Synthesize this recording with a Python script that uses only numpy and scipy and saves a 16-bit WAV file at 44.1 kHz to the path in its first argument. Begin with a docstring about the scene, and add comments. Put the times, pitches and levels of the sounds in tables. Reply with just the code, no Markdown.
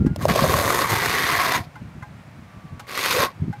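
"""A steel trowel is pulled up a wall of wet render in two rasping strokes, outdoors.
Sand grains catch under the blade and ring it; coarse ones snag with a knock, and the ground echo
sweeps down as the blade rises. The blade hums hollowly during the strokes and taps lightly around
them. Gusts buffet the microphone over quiet air and two faint whistles; wall and yard scatter
the trowel's sound."""
import sys
import numpy as np
from scipy import signal
from scipy.fft import rfft, irfft
from scipy.io import wavfile
from scipy.ndimage import uniform_filter1d

SR = 44100
rng = np.random.default_rng(int(sys.argv[2]) if len(sys.argv) > 2 else 0)


def pcm_store(signal):
    """Save signal as 16-bit PCM."""
    levels = np.round(np.clip(np.atleast_2d(signal), -1, 1) * 32767)
    wavfile.write(sys.argv[1], SR, levels.astype(np.int16).T)


N = 158760
T, HZ = np.arange(N) / SR, np.fft.rfftfreq(N, 1 / SR)


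def amp(db):
    """Decibels to gain."""
    return 10 ** (np.asarray(db) / 20)


def unit(x):
    """Scale to rms 1."""
    return x / np.sqrt(np.mean(x ** 2) + 1e-20)


def curve(points):
    """(time, value) points interpolated to every sample."""
    return np.interp(T, *np.transpose(points))


def colour(x, points):
    """Minimum-phase filter through (Hz, dB) points."""
    hz, db = np.transpose(points)
    log_hz = np.log(abs(np.fft.fftfreq(N, 1 / SR)) + 1)
    log_gain = np.log(amp(np.interp(log_hz, np.log(hz), db)))
    response = np.exp(np.conj(signal.hilbert(log_gain)))
    return irfft(rfft(x) * response[:len(HZ)], N)


def cut(x, hz, kind, order=3):
    """Butterworth low-, high- or band-pass."""
    return signal.sosfilt(signal.butter(order, hz, kind, fs=SR, output="sos"), x)


def wander(hz):
    """Smooth random signal, rms 1, rolling off above hz."""
    return unit(irfft(rfft(rng.standard_normal(N)) / (1 + (HZ / hz) ** 4), N))


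def add(mix, start_s, sound):
    """Mix a sound in at start_s."""
    part = mix[max(round(start_s * SR), 0):][:len(sound)]
    part += sound[:len(part)]


def burst(t, decay_s):
    """Exponentially decaying white noise."""
    return rng.standard_normal(len(t)) * np.exp(-t / decay_s)


def ring(modes, t, detune, rise_s=0.0007):
    """Decaying modes; pitch and phase vary per blow."""
    out = np.zeros(len(t))
    for hz, db, t60_s in modes:
        detuned_hz = hz * (1 + detune * rng.standard_normal())
        out += amp(db - 60 * t / t60_s) * np.sin(2 * np.pi * (detuned_hz * t + rng.random()))
    return out * (1 - np.exp(-t / rise_s))


def resonate(x, hz, width_hz):
    """Unity-gain resonance following a pitch curve."""
    carrier = np.exp(2j * np.pi * np.cumsum(hz) / SR)
    pole = np.exp(-np.pi * width_hz / SR)
    return 2 * (carrier * signal.lfilter([1 - pole], [1, -pole], x / carrier)).real


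def scatter(x, t60_s, start_s=0):
    """Convolve with a decaying noise tail of energy 1."""
    t = np.arange(SR // 2) / SR
    tail = rng.standard_normal(len(t)) * amp(-60 * t / t60_s) * (t >= start_s)
    return signal.fftconvolve(x, tail / np.linalg.norm(tail))[:N]


# rumble envelope (time [s], level [dB])
WIND_LEVEL = [(0,-17.5),(0.075,-17.5),(0.11,-26),(0.55,-25),(0.78,-36),(0.9,-27.5),(1.15,-34.5),(1.62,-36.5),(1.72,-49.5),(1.83,-35.5),(2.22,-42.5),(2.8,-42.5),(2.93,-50),(3.2,-32),(3.35,-47.5),(3.4,-23.5),(3.5,-27),(3.6,-46)]
# rumble spectrum (frequency [Hz], gain [dB])
WIND_SPECTRUM = [(25,-26),(50,-11),(90,0),(150,0),(300,-12),(500,-22)]
# pressure pulses (time [s], level [dB], pitch [Hz])
BUFFETS = [(0.011,-12.5,213),(0.021,-13.5,250),(0.05,-9,265),(0.069,-4.5,202),(0.312,-7,136),(0.424,-10,228),(3.442,-21.5,207),(3.483,-17,210)]


def wind(flutter_db=3.5, buffet_cycles=0.44):
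    """Gusts on the microphone: lumpy rumble and sharp buffets of pressure."""
    rumble = cut(colour(rng.standard_normal(N), WIND_SPECTRUM), 335, "low")
    flutter = amp(flutter_db * wander(hz=22))
    out = unit(rumble * flutter) * amp(curve(WIND_LEVEL))
    for s, db, hz in BUFFETS:
        cycles = (T - s) * hz
        out += amp(db) * np.exp(-(cycles / buffet_cycles) ** 2) * np.cos(2 * np.pi * cycles)
    return cut(out, 40, "high", order=2)


# background spectrum (frequency [Hz], gain [dB])
AIR_SPECTRUM = [(300,0),(650,-1),(1100,-5),(2300,-9),(3000,-16),(6000,-24),(15500,-35)]


def air(level_db=-51):
    """Quiet, steady outdoor noise."""
    noise = colour(rng.standard_normal(N), AIR_SPECTRUM)
    return amp(level_db) * unit(cut(noise, 540, "high"))


# faint tones (start [s], length [s], first pitch [Hz], last pitch [Hz], level [dB])
WHISTLES = [(-0.05,0.243,1370,1437,-48.5),(2.421,0.94,1194,1038,-51.5)]


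def whistles(jitter=0.0097):
    """Thin distant tones that swell, glide a little and fade."""
    out = np.zeros(N)
    for start_s, length_s, first_hz, last_hz, db in WHISTLES:
        progress = np.clip((T - start_s) / length_s, 0, 1)
        hz = (first_hz + (last_hz - first_hz) * progress) * (1 + jitter * wander(hz=52))
        swell = np.sqrt(4 * progress * (1 - progress))
        out += amp(db) * swell * np.sin(2 * np.pi * np.cumsum(hz) / SR)
    return out


# light touches (time [s], ring level [dB], grit level [dB])
TAPS = [(0.06,-28.5,-27.5),(1.754,-30.5,-38),(2.023,-27,-36),(2.794,-29.5,-25),(3.526,-27.5,-35)]
# free trowel modes (frequency [Hz], relative level [dB], t60 [s])
FREE_MODES = [(846,5,0.12),(1025,-3,0.081),(1270,-2,0.045),(1481,8,0.025),(1588,-7.5,0.15),(2060,-2.5,0.048)]
# grit passband (low edge [Hz], high edge [Hz])
TAP_GRIT_HZ = [250, 3030]


def taps(rise_s=0.004):
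    """A short scuff of grit rings the lifted trowel softly."""
    out, t = np.zeros(N), np.arange(8192) / SR
    onset = 1 - np.exp(-t / rise_s)
    for s, ring_db, grit_db in TAPS:
        scuff = burst(t, decay_s=0.0064)
        tone = signal.fftconvolve(scuff, ring(FREE_MODES, t, detune=0.015))[:len(t)]
        grit = cut(burst(t, decay_s=0.009), TAP_GRIT_HZ, "band", order=1)
        add(out, s, (amp(ring_db) * tone / abs(tone).max() + amp(grit_db) * grit) * onset)
    return out


# coarse grains (time [s], knock peak [dB], crack peak [dB], pitch [Hz])
SNAGS = [(0.161,-22,-23.5,595),(0.2235,-28,-24,1120),(0.2535,-3.5,-18,597),(0.283,-19,-18,700),(0.359,-7,-15,620),(0.391,-9,-19,1057),(0.4405,-8.5,-21,600),(0.5395,-9.5,-14,1100),(0.5975,-15,-36,1033),(0.6475,-11,-24,1100),(0.677,-11,-24,1070),(0.7035,-7,-16,1210),(0.79,-10,-22,1074),(0.82,-10,-25,1080),(0.8445,-10.5,-25,1150),(1.0595,-20,-13,1080),(1.1835,-13,-16.5,1730),(1.2395,-12.5,-22,1900),(2.915,-40,-25,1200),(2.9755,-16,-14.5,1180),(3.125,-15,-20,1370)]
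# pressed blade modes (pitch ratio [1], relative level [dB], t60 [s])
PRESSED_MODES = [(1,-2.5,0.023),(1.7,-6.5,0.01)]


def snags():
    """A coarse grain cracks and knocks the pressed blade; pitch depends on where it catches."""
    out, t = np.zeros(N), np.arange(2048) / SR
    for s, knock_db, crack_db, hz in SNAGS:
        modes = [(hz * ratio, db, t60_s) for ratio, db, t60_s in PRESSED_MODES]
        knock = ring(modes, t, detune=0.01)
        crack = cut(burst(t, decay_s=0.0026), 5800, "low", order=1)
        add(out, s, amp(knock_db) * knock / abs(knock).max() + amp(crack_db) * crack / abs(crack).max())
    return out


def grains(rate_per_s=1700, spread_db=2.5, spots=24):
    """Uneven sand grains catch at spots along the edge, each spot with its own tick."""
    size = amp(spread_db * np.minimum(rng.exponential(1, N), 4))
    clicks = size * rng.choice([-1, 1], N) * (rng.random(N) < rate_per_s / SR)
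    spot = rng.integers(0, spots, N)
    t = np.arange(256) / SR
    ticks = [unit(burst(t, decay_s=0.0007)) for _ in range(spots)]
    return unit(sum(signal.oaconvolve(clicks * (spot == k), ticks[k])[:N] for k in range(spots)))


# response of the blade on the wall (frequency [Hz], gain [dB])
BLADE_SPECTRUM = [(200,0.5),(330,-6),(620,0),(860,-7.5),(1040,-4),(1250,-4),(1480,-7),(1950,-6),(2600,-14),(3200,-12),(4700,-15.5),(6600,-22.5),(7350,-27),(11500,-25.5),(13000,-23),(15500,-34)]
# narrow ring of the scraping edge (time [s], frequency [Hz], gain [dB])
EDGE_RING = [(0.3,1060,6.5),(0.7,1120,5.5),(0.96,965,8.5),(1.2,1000,-16),(1.39,1120,-0.5),(1.55,994,8.5),(3.1,1260,-4),(3.23,1070,6.5)]
# broad resonance of the flexed blade (time [s], frequency [Hz])
FLEX_PITCH = [(0.3,1150),(0.72,1240),(0.95,1750),(1.22,2350),(1.4,1870),(3.13,2420),(3.21,1240)]


def blade(drive, flex_db=-5):
    """Blade response; edge ring and flex resonance shift as it turns and tilts."""
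    body = colour(drive, BLADE_SPECTRUM)
    s, edge_hz, edge_db = np.transpose(EDGE_RING)
    edge = amp(np.interp(T, s, edge_db)) * resonate(body, np.interp(T, s, edge_hz), width_hz=110)
    flex = amp(flex_db) * resonate(body, curve(FLEX_PITCH), width_hz=1100)
    return body + edge + flex


# echo lag (time [s], delay [ms])
GROUND_DELAY = [(0.25,1.72),(0.7,1.98),(1.25,2.8),(1.6,2.95),(2.9,1.8),(3.25,1.95)]
# echo colour (frequency [Hz], gain [dB])
GROUND_SPECTRUM = [(800,1.5),(2500,-7)]


def ground_echo(x, gain=0.21):
    """Dulled ground reflection, arriving later as the blade climbs."""
    delay_s = curve(GROUND_DELAY) / 1000
    return gain * colour(np.interp(T - delay_s, T, x), GROUND_SPECTRUM)


# rasp band levels, one list per stroke (time [s], low [dB], mid [dB], upper [dB], treble [dB])
STROKES = [
    [(0.185,-48,-50,-57,-60),(0.23,-37.5,-34.5,-40.5,-41.5),(0.275,-33,-45,-47,-49.5),(0.29,-21,-20,-27,-34),(0.322,-32.5,-29.5,-29,-37),(0.345,-28,-32,-32.5,-37),(0.375,-25.5,-26,-28.5,-35.5),(0.55,-26.5,-26.5,-31,-32),(0.82,-28.5,-24.5,-29.5,-32),(0.875,-41.5,-28.5,-35.5,-38.5),(0.915,-30,-23.5,-29,-31.5),(1.126,-33.5,-23,-29,-35),(1.3,-33,-20,-28,-33),(1.564,-32.5,-23,-28.5,-35.5),(1.603,-42,-35.5,-45,-49),(1.66,-71,-64,-57,-68)],
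    [(2.868,-60,-51,-59,-63),(2.89,-44.5,-36.5,-42,-49.5),(2.96,-36,-30.5,-33,-41.5),(3.055,-34,-23,-26,-31.5),(3.102,-36,-28.5,-29,-34.5),(3.117,-33,-18,-21,-28),(3.14,-33.5,-27,-28.5,-31.5),(3.163,-32,-24.5,-26.5,-32.5),(3.218,-30,-23.5,-25.5,-31),(3.252,-26,-25,-28,-34.5),(3.285,-51,-42,-50.5,-56),(3.32,-54,-49,-51,-68)],
]
# limits of the four bands (frequency [Hz])
BAND_EDGES_HZ = [240, 800, 2300, 6000, 16000]


def rasp(paste_db=-7, judder_db=0.5, flicker_db=0.5):
    """Sand and smooth paste drive the juddering blade; each band follows the strokes and flickers."""
    friction = grains() + amp(paste_db) * rng.standard_normal(N)
    direct = blade(friction * amp(judder_db * wander(hz=73.4)))
    spectrum = rfft(direct + ground_echo(direct))
    out = np.zeros(N)
    for column, (low_hz, high_hz) in enumerate(zip(BAND_EDGES_HZ, BAND_EDGES_HZ[1:]), start=1):
        inside = (HZ >= low_hz) & (HZ < high_hz)
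        band = irfft(spectrum * uniform_filter1d(inside.astype(float), size=400), N)
        flicker = amp(flicker_db * wander(hz=60))
        level = sum(amp(np.interp(T, stroke[:, 0], stroke[:, column], left=-200, right=-200))
                    for stroke in map(np.array, STROKES))
        out += unit(band * flicker) * level
    return out


def steel_ring(x, gain_db=-9.5):
    """The steel rings on briefly after each grain."""
    return amp(gain_db) * scatter(x, t60_s=0.047)


def friction_swell(s, half_s, hz, db, width_hz):
    """A swell of friction noise in one narrow blade resonance."""
    pitch_hz = np.full(N, hz)
    tone = rng.standard_normal(N)
    for _ in range(2):
        tone = resonate(tone, pitch_hz, width_hz)
    return amp(db) * unit(tone) * np.exp(-((T - s) / half_s) ** 2)


# hollow blade hums (centre [s], half length [s], pitch [Hz], level [dB])
HUMS = [(0.578,0.13,607,-30.5),(1.16,0.2,429,-38),(1.444,0.14,705,-32.5),(3.167,0.02,467,-20),(3.206,0.044,566,-28),(3.237,0.043,1076,-28.5)]


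def hums_and_squeak():
    """The blade hums hollowly during the strokes; its edge squeaks briefly near the end of stroke one."""
    hum = sum(friction_swell(*row, width_hz=99) for row in HUMS)
    squeak = friction_swell(s=1.56, half_s=0.01, hz=6550, db=-33, width_hz=350)
    return hum + squeak


def wall(x, gain_db=-29.5):
    """Bright early scatter off the wall."""
    return amp(gain_db) * cut(scatter(x, t60_s=0.018), 3300, "high", order=1)


def yard(x, gain_db=-38.5):
    """Short dull scatter from fence and hedge."""
    return amp(gain_db) * cut(scatter(x, t60_s=0.56, start_s=0.011), 4020, "low", order=1)


def scene():
    """All sources centred; only wall and yard scatter differ between channels."""
    scrape = rasp()
    trowel = scrape + steel_ring(scrape) + hums_and_squeak() + snags() + taps()
    side = wall(trowel)
    centre = trowel + wind() + air() + whistles()
    return centre + np.array([yard(trowel) + side, yard(trowel) - side])


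def record(dry):
    """Band limit at 15.7 kHz."""
    lowpass = signal.firwin(401, 15700, window=("kaiser", 9), fs=SR)
    return signal.oaconvolve(dry, lowpass[None], "same")


dry = scene()
out = record(dry)
pcm_store(out)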